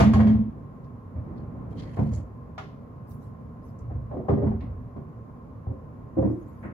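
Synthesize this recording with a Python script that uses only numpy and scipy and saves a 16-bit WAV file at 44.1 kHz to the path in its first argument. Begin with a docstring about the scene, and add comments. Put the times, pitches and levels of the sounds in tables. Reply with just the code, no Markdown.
"""A quiet basement room with a pool table: a ball clatters into a pocket, rocks and rumbles on to a thud.
The player chalks his cue, sets the chalk on the rail, walks round, knocks about at the corner pocket
and leans on the table for the next shot, while a fan hums throughout.
Impacts are sums of damped modes with bursts of decaying noise; friction, rolling and air are coloured
noise; the rocking ball's drone and the fan add tones."""
import sys
import numpy as np
from scipy import signal
from scipy.fft import rfft, irfft, next_fast_len
from scipy.io import wavfile
from scipy.ndimage import uniform_filter1d

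SR = 44100
rng = np.random.default_rng(int(sys.argv[2]) if len(sys.argv) > 2 else 0)


def unload_wav(signal):
    """Save mono or channel-first audio to the path in sys.argv[1] as 16-bit WAV at rate SR, clipped to [-1, 1]."""
    wavfile.write(
        sys.argv[1],
        SR,
        np.round(np.clip(np.atleast_2d(signal).T, -1, 1) * 32767).astype(np.int16),
    )


N = 296793
RING_TIME = np.arange(SR) / SR  # one second of time [s]

# Knocks on pocket and cabinet: (time [s], force level [dB], boom level [dB], ring centre [Hz],
# hardness corner [Hz], contacts [count, always 1])
KNOCK_CONTACTS = [(0.0, -23, -49, 705, 4935, 1), (0.013, -30, -14, 242, 1290, 1),
                  (0.034, -28, -21, 433, 1490, 1), (0.134, -34, -14.5, 810, 5560, 1),
                  (0.157, -25.5, -33.5, 628, 800, 1), (0.191, -29, -18, 592, 1300, 1),
                  (0.201, -33.5, -22, 567, 2700, 1), (0.231, -32.5, -29, 668, 700, 1),
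                  (0.269, -39.5, -22, 502, 3570, 1), (0.297, -48.5, -29.5, 449, 3000, 1),
                  (0.317, -48.5, -37.5, 500, 3190, 1), (0.345, -42.5, -21.5, 490, 1100, 1),
                  (1.968, -34, -30.5, 560, 1230, 1), (1.987, -23, -21, 241, 620, 1),
                  (2.016, -29, -39, 181, 222, 1), (2.056, -34.5, -39, 188, 244, 1),
                  (3.897, -43.5, -57, 760, 620, 1), (4.109, -35, -41, 720, 700, 1),
                  (4.165, -32.5, -36.5, 338, 450, 1), (4.282, -21, -48, 770, 720, 1),
                  (4.292, -20.5, -21.5, 384, 560, 1), (4.328, -23.5, -32, 268.5, 307, 1),
                  (4.369, -24, -28.5, 427, 446, 1), (4.416, -25.5, -30, 386, 481, 1),
                  (4.431, -24.5, -22.5, 393, 336, 1), (4.465, -30.5, -29, 283, 803, 1),
                  (4.512, -32, -27.5, 427, 605, 1), (4.961, -36.5, -42, 284, 707, 1),
                  (5.665, -38.5, -24, 550, 470, 1), (5.703, -37.5, -36, 313, 350, 1)]
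# Modes of the heavy frame: (frequency [Hz], relative level [dB], t60 [s])
FRAME_MODES = [(53.4, -14.5, 0.83), (65.7, -3.5, 0.68), (85.1, 9.5, 0.2), (102.6, -1.5, 0.36),
               (116.07, 5, 0.41), (137.9, 1.5, 0.21)]
# Modes of the pocket rim: (frequency [Hz], relative level [dB], t60 [s])
RIM_MODES = [(667, 15, 0.23), (719, -0.5, 0.067), (783, -2.5, 0.23), (908, -11, 0.12), (1007, -3, 0.2),
             (1080, 5.5, 0.17), (1226, -4, 0.21), (1432, -18, 0.16), (1510, -8, 0.25), (1634, -2.5, 0.25),
             (1690, -11.5, 0.32), (1893, -5, 0.31), (2070, -12.5, 0.2), (2190, -17, 0.37),
             (2300, -16, 0.24), (2660, -21.5, 0.2), (2870, -11.5, 0.31), (3220, -9.5, 0.24),
             (3380, -21, 0.2), (4230, -17, .25), (4520, -11.5, 0.31), (5000, -21.5, .22), (6050, -18, .2),
             (6700, -23.5, .2)]
# Likeness of the two channels: (frequency [Hz], correlation [-1 to 1])
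CHANNEL_CORRELATION = [(60, 1), (150, 0.98), (300, 0.65), (700, 0.2), (1080, 0.42), (1600, -0.42),
                       (2300, 0.2), (6000, -0.23), (15000, 1)]


def amp(db):
    """Level definition: decibels to amplitude gain."""
    return 10 ** (np.asarray(db) / 20)


def unit(x):
    """Normalisation to an rms of 1."""
    return x / np.sqrt(np.mean(x ** 2) + 1e-20)


def read(points, hz):
    """Interpolation of a table over frequency, linear on a log axis."""
    f, value = np.transpose(points)
    return np.interp(np.log(hz + 1), np.log(f + 1), value)


def add(mix, s, sound):
    """Superposition: mixes a sound in at time s, in place."""
    part = mix[:, max(round(s * SR), 0):][:, :sound.shape[-1]]
    part += sound[..., :part.shape[1]]


def pitches(modes):
    """Modal frequencies, as a column."""
    return np.array(modes)[:, :1]


def hump_db(hz, centre_hz, octaves):
    """Broad spectral peak with nearly straight skirts on a log axis."""
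    away = np.hypot(1, np.log2((hz + 1) / centre_hz) / octaves)
    return -20 * np.log10(away) - 6 * (away - 1)


def peaks_db(hz, peaks):
    """Resonant lift (Hz, width Hz, dB) of a spectrum; where peaks overlap the greatest lift counts."""
    return np.max([db / (1 + (2 * (hz - at) / width) ** 2) for at, width, db in peaks], axis=0)


def contact_db(hz, corner_hz, steepness):
    """Contact-time low-pass: a softer, longer contact excites less treble."""
    return -10 * np.log10(1 + (hz / corner_hz) ** steepness)


def envelope(length_s, attack_s, release_t60):
    """Linear attack, and exponential decay from length_s on."""
    return np.minimum(RING_TIME / attack_s, 1) * amp(-60 * np.maximum(RING_TIME - length_s, 0) / release_t60)


def noise(field_db, length, size=512):
    """Diffuse field: two partly correlated noises whose level is field_db(time, Hz)."""
    hop = size // 4
    hz = np.fft.rfftfreq(size, 1 / SR)
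    t = np.arange(length // hop + 5)[:, None] * hop / SR
    shape = (2, len(t), len(hz))
    first, second = rng.standard_normal(shape) + 1j * rng.standard_normal(shape)
    alike = np.clip(read(CHANNEL_CORRELATION, hz), -1, 1)
    left_right = np.array([first, alike * first + np.sqrt(1 - alike ** 2) * second])
    spectrum = left_right * amp(field_db(t, hz))
    sound = signal.istft(spectrum, nperseg=size, noverlap=size - hop, time_axis=1, freq_axis=2)[1]
    return sound[:, :length]


def patches(t, hz):
    """Random modulation: blotches over time and frequency, rms 1."""
    over_time = uniform_filter1d(rng.standard_normal((len(t), len(hz))), size=5, axis=0)
    return unit(uniform_filter1d(over_time, size=12, axis=1))


def wander(length, span_s):
    """Low-passed noise: a smooth random curve of rms 1 that changes within span_s."""
    return unit(signal.oaconvolve(rng.standard_normal(length), np.hanning(round(span_s * SR)), "same"))


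def burst(colour_db, early, early_s, rise_s, damping=0, uneven_db=4, uneven_above_hz=1500):
    """Reverberant decay: strong first arrivals, then an uneven noise tail, each band dying at its own rate."""
    # Room decay: (frequency [Hz], t60 without extra damping [s])
    room_t60 = [(60, 0.76), (250, 0.52), (1000, 0.3), (3000, 0.55), (7000, 0.33), (15000, 0.4)]
    time = RING_TIME[:SR * 2 // 3]

    def field_db(t, hz):
        uneven = uneven_db * rng.standard_normal(len(hz)) * hz / (hz + uneven_above_hz)
        return colour_db(hz) + uneven - t * (60 / read(room_t60, hz) + damping)

    tail = noise(field_db, len(time), size=1024)
    tail *= (1 + early * np.exp(-time / early_s)) * np.tanh(time / rise_s) ** 2
    return tail / np.sqrt(np.mean(tail[:, :SR // 40] ** 2))  # rms 1 over the first 25 ms


def ring(modes, rise_s, weight_db=0):
    """Modal superposition: damped sines, less in phase between channels where correlation is lower."""
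    hz, db, t60 = np.transpose(modes)[:, :, None]
    order = np.arange(len(hz))[:, None]
    size = amp(db + weight_db)
    skew = np.arccos(np.clip(read(CHANNEL_CORRELATION, hz), -1, 1)) * (-1) ** order / 2
    sign = (-1) ** (order // 2)
    t = RING_TIME[:SR // 2]
    decay = sign * size / np.linalg.norm(size) * amp(-60 * t / t60) * np.tanh(t / rise_s) ** 2
    return 2 * np.array([(decay * np.sin(2 * np.pi * hz * t + side * skew)).sum(0) for side in (1, -1)])


def rub(colour_db, grain_db, length=SR, patchy_db=0):
    """Stick-slip friction or rolling: evened-out coloured noise, its level roughened by grain_db."""
    sound = noise(lambda t, hz: colour_db(hz) + patchy_db * patches(t, hz), length, size=1024)
    sound /= np.sqrt(uniform_filter1d((sound ** 2).mean(0), size=SR // 10) + 1e-20)
    return sound * amp(grain_db * wander(length, span_s=0.012))


def contacts(rows):
    """Contact hardness: the harder the contact, the more it clacks for its force."""
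    clack_db, db_per_octave, middle_hz = -8.5, 3.5, 690
    for s, force_db, boom_db, centre_hz, hard_hz, _ in rows:
        clack = force_db + clack_db + db_per_octave * np.log2(hard_hz / middle_hz)
        yield s, force_db, boom_db, clack, centre_hz, hard_hz


def strike_spot(modes):
    """Modal participation: the spot struck favours some modes at random, in dB."""
    return 4 * rng.standard_normal((len(modes), 1))


def blows(rows, modes, clack_modes, boom_hz, ring_octaves, steepness, early, clack_share_db):
    """Impact excitation: each contact shakes the frame, rings the wood and clacks, most at the clack modes."""
    # Clack spectrum: (frequency [Hz], relative level [dB])
    clack_spectrum = [(40, -35), (150, 5), (300, 2), (700, 0.5), (1100, -2), (1400, -7), (2000, -8.5),
                      (2700, -17), (5000, -19.5), (7300, -18.5), (10500, -22.5), (12200, -31), (13200, -36),
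                      (15000, -44.5)]
    peak_width_hz, peak_lift_db = 50, 3
    swell_s, swell_power, middle_hz = 0.0028, 0.7, 690  # swell_s is the rise at middle hardness
    woody = [(hz, peak_width_hz, peak_lift_db) for hz, _, _ in clack_modes]
    boom = ring(FRAME_MODES, 0.011, hump_db(pitches(FRAME_MODES), boom_hz, 0.85))
    out = np.zeros((2, N))
    for s, force_db, boom_db, clack_db, centre_hz, hard_hz in contacts(rows):
        add(out, s, amp(boom_db) * boom)

        weight_db = hump_db(pitches(modes), centre_hz, ring_octaves) + strike_spot(modes)
        add(out, s, amp(force_db) * ring(modes, 0.0046, weight_db))

        colour = lambda hz: read(clack_spectrum, hz) + peaks_db(hz, woody) + contact_db(hz, hard_hz, steepness)
        rise_s = swell_s * (middle_hz / hard_hz) ** swell_power  # softer contacts swell more slowly
        clack = burst(colour, early, early_s=0.039, rise_s=rise_s)
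        add(out, s, amp(clack_db + clack_share_db) * clack)
    return out


def knocks():
    """Impacts on pocket and cabinet excite the cabinet's modes, with a clack coloured by the rim."""
    # Cabinet modes: (frequency [Hz], relative level [dB], t60 [s])
    cabinet_modes = [(142.2, 12, 0.39), (172.7, 1.5, 0.49), (219.5, 9.5, 0.3), (280.8, 10.5, 0.22),
                     (372, -2.5, 0.36), (397.4, 1, 0.29), (462.4, -2, 0.19), (485.3, -5.5, 0.17),
                     (524, -5.5, 0.61), (579, 0.5, 0.22), (683.4, -7, 0.18), (720, 4, 0.047),
                     (779, 12, 0.08), (945, -12.5, 0.73), (1044, -14, 0.45), (1196, -15, 0.35),
                     (1253, -8.5, 0.2)]
    return blows(KNOCK_CONTACTS, cabinet_modes, RIM_MODES, boom_hz=103, ring_octaves=0.58,
                 steepness=3.6, early=0.99, clack_share_db=0.1)


def pocket_rim():
    """Stiffness raises modal frequencies: the stiff rim rings above the cabinet at every knock."""
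    out = np.zeros((2, N))
    for s, _, _, clack_db, _, hard_hz in contacts(KNOCK_CONTACTS):
        weight_db = contact_db(pitches(RIM_MODES), hard_hz, 4.7) + strike_spot(RIM_MODES)
        rim = ring(RIM_MODES, 0.00097, weight_db)
        level_db = clack_db + 1.0 + contact_db(1100, hard_hz, 2.9)  # soft contacts hardly ring it
        add(out, s, amp(level_db) * rim)
    return out


def drone():
    """Sustained resonance: a rocking ball keeps a cabinet mode near 220 Hz droning unevenly."""
    # Spells of rocking: (time [s], length [s], starting level [dB], settled pitch [Hz], roughness [0-1])
    rocking = [(0.0, 0.071, -18.5, 210, 0), (0.064, 0.058, -16.5, 223.4, 0.08),
               (0.147, 0.092, -16, 217.9, 0.1), (0.244, 0.12, -17.5, 217.9, 0.39),
               (0.387, 0.034, -20, 221.8, 0.1), (0.448, 0.038, -32, 228.5, 0.6),
               (2.008, 0.1, -30.5, 220.6, 0), (4.461, 0.047, -23.5, 217.6, 0.5),
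               (4.526, 0.051, -29.5, 224.4, 0.5)]
    flat_hz, settle_s = 14.5, 0.024  # each spell starts flat and settles on its pitch
    sag_db_per_s = 10
    out = np.zeros((2, N))
    for s, length_s, db, pitch_hz, rough in rocking:
        hz = pitch_hz - flat_hz * np.exp(-RING_TIME / settle_s)
        tone = np.sqrt(2) * np.sin(2 * np.pi * np.cumsum(hz) / SR)
        grit = unit(noise(lambda t, f: hump_db(f, pitch_hz, 0.2), SR, size=2048))
        level = amp(db - sag_db_per_s * RING_TIME) * envelope(length_s, attack_s=0.012, release_t60=0.089)
        add(out, s, level * (tone + rough * grit))
    return out


def rolling():
    """Rolling contact noise: a ball rumbles through the table, swelling and fading until it stops."""
    # Course of the rumble: (time [s], level [dB])
    roll_levels = [(0, -19), (0.5, -43), (1.049, -58), (1.3, -36.5), (1.6, -39), (1.85, -36.5), (2.2, -63),
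                   (2.6, -51.5), (3.1, -66)]
    # Rumble spectrum: (frequency [Hz], relative level [dB])
    rumble_spectrum = [(30, -35), (80, 1.5), (140, 3.5), (220, 0), (330, -11), (600, -16.5), (1000, -24),
                       (2000, -40), (4000, -68.5), (10000, -79)]
    s, db = np.transpose(roll_levels)
    level = amp(np.interp(np.arange(N) / SR, s, db, right=-np.inf))
    return level * rub(lambda hz: read(rumble_spectrum, hz), grain_db=0.2, length=N)


def fan():
    """Broadband flow noise, slightly patchy, with narrow-band tones that waver in level."""
    # Air noise spectrum: (frequency [Hz], relative level [dB])
    air_spectrum = [(20, -38.5), (38, -14.5), (70, -5), (141, -3.5), (196, -10.5), (232, -6.5),
                    (333, -19.5), (465, -17), (835, -27), (1070, -26.5), (1500, -35.5), (2000, -43.5),
                    (3400, -58.5), (10000, -64.5), (13000, -63.5), (15500, -82.5)]
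    # Fan tones: (frequency [Hz], width at -6 dB [Hz], level [dB])
    fan_tones = [(113.8, 9.3, -50), (232.7, 11, -58), (1053, 60, -60), (1140, 120, -76.5)]
    air_db, air_patchy_db = -42.5, 0.6
    tone_waver_db, waver_s = 1.0, 0.07
    air_noise = noise(lambda t, hz: read(air_spectrum, hz) + air_patchy_db * patches(t, hz), N, size=4096)
    out = amp(air_db) * unit(air_noise)
    for tone_hz, width_hz, db in fan_tones:
        waver = amp(tone_waver_db * wander(N, waver_s))
        line_db = lambda t, hz: -20 * np.log10(1 + (2 * (hz - tone_hz) / width_hz) ** 2)
        out += amp(db) * unit(waver * noise(line_db, N, size=8192))
    return out


def clicks():
    """Short hard impacts as band-limited bursts; the chalk set down also rings the rail's modes."""
    # Small hard clicks: (time [s], level [dB], centre [Hz], width [octaves], extra damping [dB/s])
    click_contacts = [(0.839, -78, 4530, 0.6, 200), (2.578, -40.5, 930, 0.81, 40),
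                      (2.578, -60.5, 5130, 0.5, -12), (3.785, -71, 7200, 0.3, 222.5),
                      (4.603, -60, 1980, 0.33, 46), (4.604, -68.5, 3810, 0.32, 71),
                      (4.634, -82.5, 3800, 0.45, 88)]
    # Chalk on the wooden rail: (time [s], level [dB])
    rail_tap = (2.577, -37)
    # Rail modes: (frequency [Hz], relative level [dB], t60 [s])
    rail_modes = [(411, -1, 0.88), (635, 6.5, 0.22), (760, 13.5, 0.15), (807, 12, 0.061), (1144, 3, 0.3),
                  (1250, 5.5, 0.17), (1407, 4.5, 0.26), (1680, -11, 0.14), (2090, -14, 0.74),
                  (2190, -24, 0.14), (2780, -10, 0.29), (3240, -12, 0.16), (3531, -2, 0.12),
                  (4030, -13, 0.21), (4600, -24, 0.18), (4930, -20, 0.18)]
    out = np.zeros((2, N))
    for s, db, centre_hz, octaves, damping in click_contacts:
        colour = lambda hz: hump_db(hz, centre_hz, octaves) + contact_db(hz, 5800, 3.6)
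        add(out, s, amp(db) * burst(colour, early=0.86, early_s=0.008, rise_s=0.003, damping=damping))
    tap_s, tap_db = rail_tap
    add(out, tap_s, amp(tap_db) * ring(rail_modes, rise_s=0.0026))
    return out


def steps():
    """Soft impacts, heel then toe: each booms with the low frame modes and scuffs the carpet."""
    # Footfalls: (time [s], heel boom level [dB], heel scuff level [dB], heel to toe [s])
    footfalls = [(1.148, -28, -43, 0.024), (2.109, -22.5, -41, 0.056), (3.808, -32.5, -54, 0.043),
                 (3.901, -28, -43.5, 0.044), (4.611, -39.5, -42, 0.041), (4.722, -44, -59.5, 0.066)]
    # Carpet scuff spectrum: (frequency [Hz], relative level [dB])
    scuff_spectrum = [(30, -19.5), (100, 1), (280, 6), (380, -17), (540, -0.5), (900, -17), (2000, -30),
                      (6000, -76)]
    toe_boom_db, toe_scuff_db = -1, -4  # toe against heel
    out, boom = np.zeros((2, N)), ring(FRAME_MODES, rise_s=0.013)
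    scuff = lambda: burst(lambda hz: read(scuff_spectrum, hz), early=1.0, early_s=0.023, rise_s=0.01)
    for s, boom_db, scuff_db, toe_s in footfalls:
        add(out, s, amp(boom_db) * boom)
        add(out, s, amp(scuff_db) * scuff())
        add(out, s + toe_s, amp(boom_db + toe_boom_db) * boom)
        add(out, s + toe_s, amp(scuff_db + toe_scuff_db) * scuff())
    return out


def chalk():
    """Stick-slip friction: gritty chalk strokes, coloured by resonances of cue tip and chalk cube."""
    # Strokes on the tip: (time [s], length [s], level [dB], centre [Hz], width [octaves])
    strokes = [(1.35, 0.036, -73.5, 4200, 0.36), (1.688, 0.12, -73, 5500, 2.6),
               (1.764, 0.046, -55, 3850, 0.59), (1.794, 0.15, -61, 1700, 1.75),
               (1.936, 0.25, -67, 3870, 2.1), (2.114, 0.045, -58, 6700, 0.38)]
    # Resonances of scraped tip and cube: (frequency [Hz], width [Hz], lift [dB])
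    scrape_peaks = [(1890, 940, 15), (3160, 260, 9), (4240, 420, 6), (4500, 300, 5), (6150, 180, -3.5),
                    (6840, 460, -4), (10200, 300, 1.5)]
    out = np.zeros((2, N))
    for s, length_s, db, centre_hz, octaves in strokes:
        colour = lambda hz: (hump_db(hz, centre_hz, octaves) + peaks_db(hz, scrape_peaks)
                             + contact_db(hz, 10900, 22))
        grit = rub(colour, grain_db=3.0, patchy_db=2)
        add(out, s, amp(db) * envelope(length_s, attack_s=0.031, release_t60=0.22) * grit)
    return out


def sleeve():
    """Fibre friction: cloth brushes faintly, as patchy treble noise, when the arm moves."""
    # Rustles: (time [s], length [s], level [dB], centre [Hz])
    rustles = [(3.066, 0.049, -62, 10200), (3.191, 0.048, -69.5, 7300), (3.617, 0.066, -73, 7050),
               (6.154, 0.5, -78, 7500)]
    out = np.zeros((2, N))
    for s, length_s, db, centre_hz in rustles:
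        cloth = rub(lambda hz: hump_db(hz, centre_hz, 0.78), grain_db=1.0, patchy_db=6.0)
        add(out, s, amp(db) * envelope(length_s, attack_s=0.042, release_t60=0.25) * cloth)
    return out


def weight_shifts():
    """Structure-borne rumble: floor and table frame sound deeply under shifting weight."""
    # Shifts of weight: (time [s], length [s], level [dB])
    shifts = [(3.807, 0.28, -41), (4.285, 0.46, -35), (4.419, 0.094, -36.5), (6.199, 0.07, -40)]
    out = np.zeros((2, N))
    for s, length_s, db in shifts:
        rumble = rub(lambda hz: hump_db(hz, 76, 0.49) + contact_db(hz, 110, 6.5), grain_db=0.5)
        add(out, s, amp(db) * envelope(length_s, attack_s=0.035, release_t60=0.82) * rumble)
    return out


def drags():
    """Sliding friction: a hand drags along the rail by the pocket with a dull scuff."""
    # Drags: (time [s], length [s], level [dB])
    hand_drags = [(4.112, 0.1, -37.5), (4.213, 0.065, -41.5)]
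    # Spectrum of skin on the rail: (frequency [Hz], relative level [dB])
    skin_spectrum = [(100, -17.5), (250, 4.5), (400, -2.5), (590, 2), (800, -7), (1100, -16.5), (1400, -35),
                     (2500, -50.5), (6000, -68.5)]
    out = np.zeros((2, N))
    for s, length_s, db in hand_drags:
        scuff = rub(lambda hz: read(skin_spectrum, hz), grain_db=1.3)
        add(out, s, amp(db) * envelope(length_s, attack_s=0.03, release_t60=0.14) * scuff)
    return out


def leans():
    """Soft impacts: hand and arm land on the playing surface and excite its modes."""
    # Landings: (time [s], force level [dB], boom level [dB], ring centre [Hz], hardness corner [Hz],
    # contacts [count, always 1])
    landings = [(6.166, -23.5, -37.5, 304, 507, 1), (6.181, -21, -23, 493, 530, 1),
                (6.222, -22.5, -26.5, 636, 587, 1), (6.243, -19.5, -24, 247.4, 470, 1),
                (6.295, -27.5, -27, 270, 327, 1), (6.36, -35, -47.5, 303, 262, 1),
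                (6.633, -48, -51, 900, 1390, 1), (6.646, -34.5, -34, 191, 600, 1)]
    # Playing-surface modes: (frequency [Hz], relative level [dB], t60 [s])
    bed_modes = [(204.3, 9.5, 0.18), (253.3, -2.5, 0.36), (279.8, 1.5, 0.29), (312.7, 3.5, 0.49),
                 (347.7, 3.5, 0.24), (481, -11.5, 0.26), (527.5, 7.5, 0.18), (652, 0.5, 0.064),
                 (752, 1.5, 0.11), (920, -19, 0.099), (994, -9, 0.39)]
    return blows(landings, bed_modes, bed_modes, boom_hz=131, ring_octaves=0.51,
                 steepness=4.45, early=0.52, clack_share_db=1)


def cue():
    """Smooth sliding friction: the shaft hisses over the bridge hand without grain."""
    # Slides: (time [s], length [s], level [dB])
    slides = [(6.21, 0.64, -72.5), (6.625, 0.037, -48)]
    out = np.zeros((2, N))
    for s, length_s, db in slides:
        slide = rub(lambda hz: hump_db(hz, 1500, 0.94) + contact_db(hz, 2100, 12.5), grain_db=0.0)
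        add(out, s, amp(db) * envelope(length_s, attack_s=0.011, release_t60=0.42) * slide)
    return out


def scene():
    """Linear superposition of table, player and room."""
    table = knocks() + pocket_rim() + drone() + rolling()
    player = clicks() + steps() + chalk() + sleeve() + weight_shifts() + drags() + leans() + cue()
    return table + fan() + player


def record(dry):
    """Stereo colouring: sides differ in level and phase, their sum is dulled near 8.7 kHz, the band is limited."""
    # Level balance: (frequency [Hz], left minus right [dB])
    balance = [(60, -1), (350, -1.6), (1000, 0.5), (2500, -0.5), (5000, -2), (12000, -0.5)]
    # Phase difference: (frequency [Hz], lead of left over right [rad])
    left_lead = [(60, -0.19), (215, 0.62), (330, -0.47), (550, 0.5), (1080, 1), (1700, -0.48), (2400, 0.99),
                 (4000, -0.17)]
    edge_hz = 15700
    size = next_fast_len(N + SR // 4)
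    hz, spectrum = np.fft.rfftfreq(size, 1 / SR), rfft(dry, size)
    half = amp(read(balance, hz) / 2) * np.exp(0.5j * read(left_lead, hz))
    bass_cut = 1 - np.exp(-(hz / 37) ** 4)
    spectrum = spectrum * np.array([half, 1 / half]) * bass_cut
    spectrum = spectrum - spectrum.mean(0) * np.exp(-((hz - 8700) / 900) ** 2)  # dulls the sum
    fade_out = np.minimum(np.arange(N)[::-1] / 200, 1) ** 2
    pair = irfft(spectrum, size)[:, :N] * fade_out
    low_pass = signal.firwin(511, edge_hz, window=("kaiser", 9), fs=SR)
    return signal.oaconvolve(pair, low_pass[None], "same")


dry = scene()
out = record(dry)
unload_wav(out)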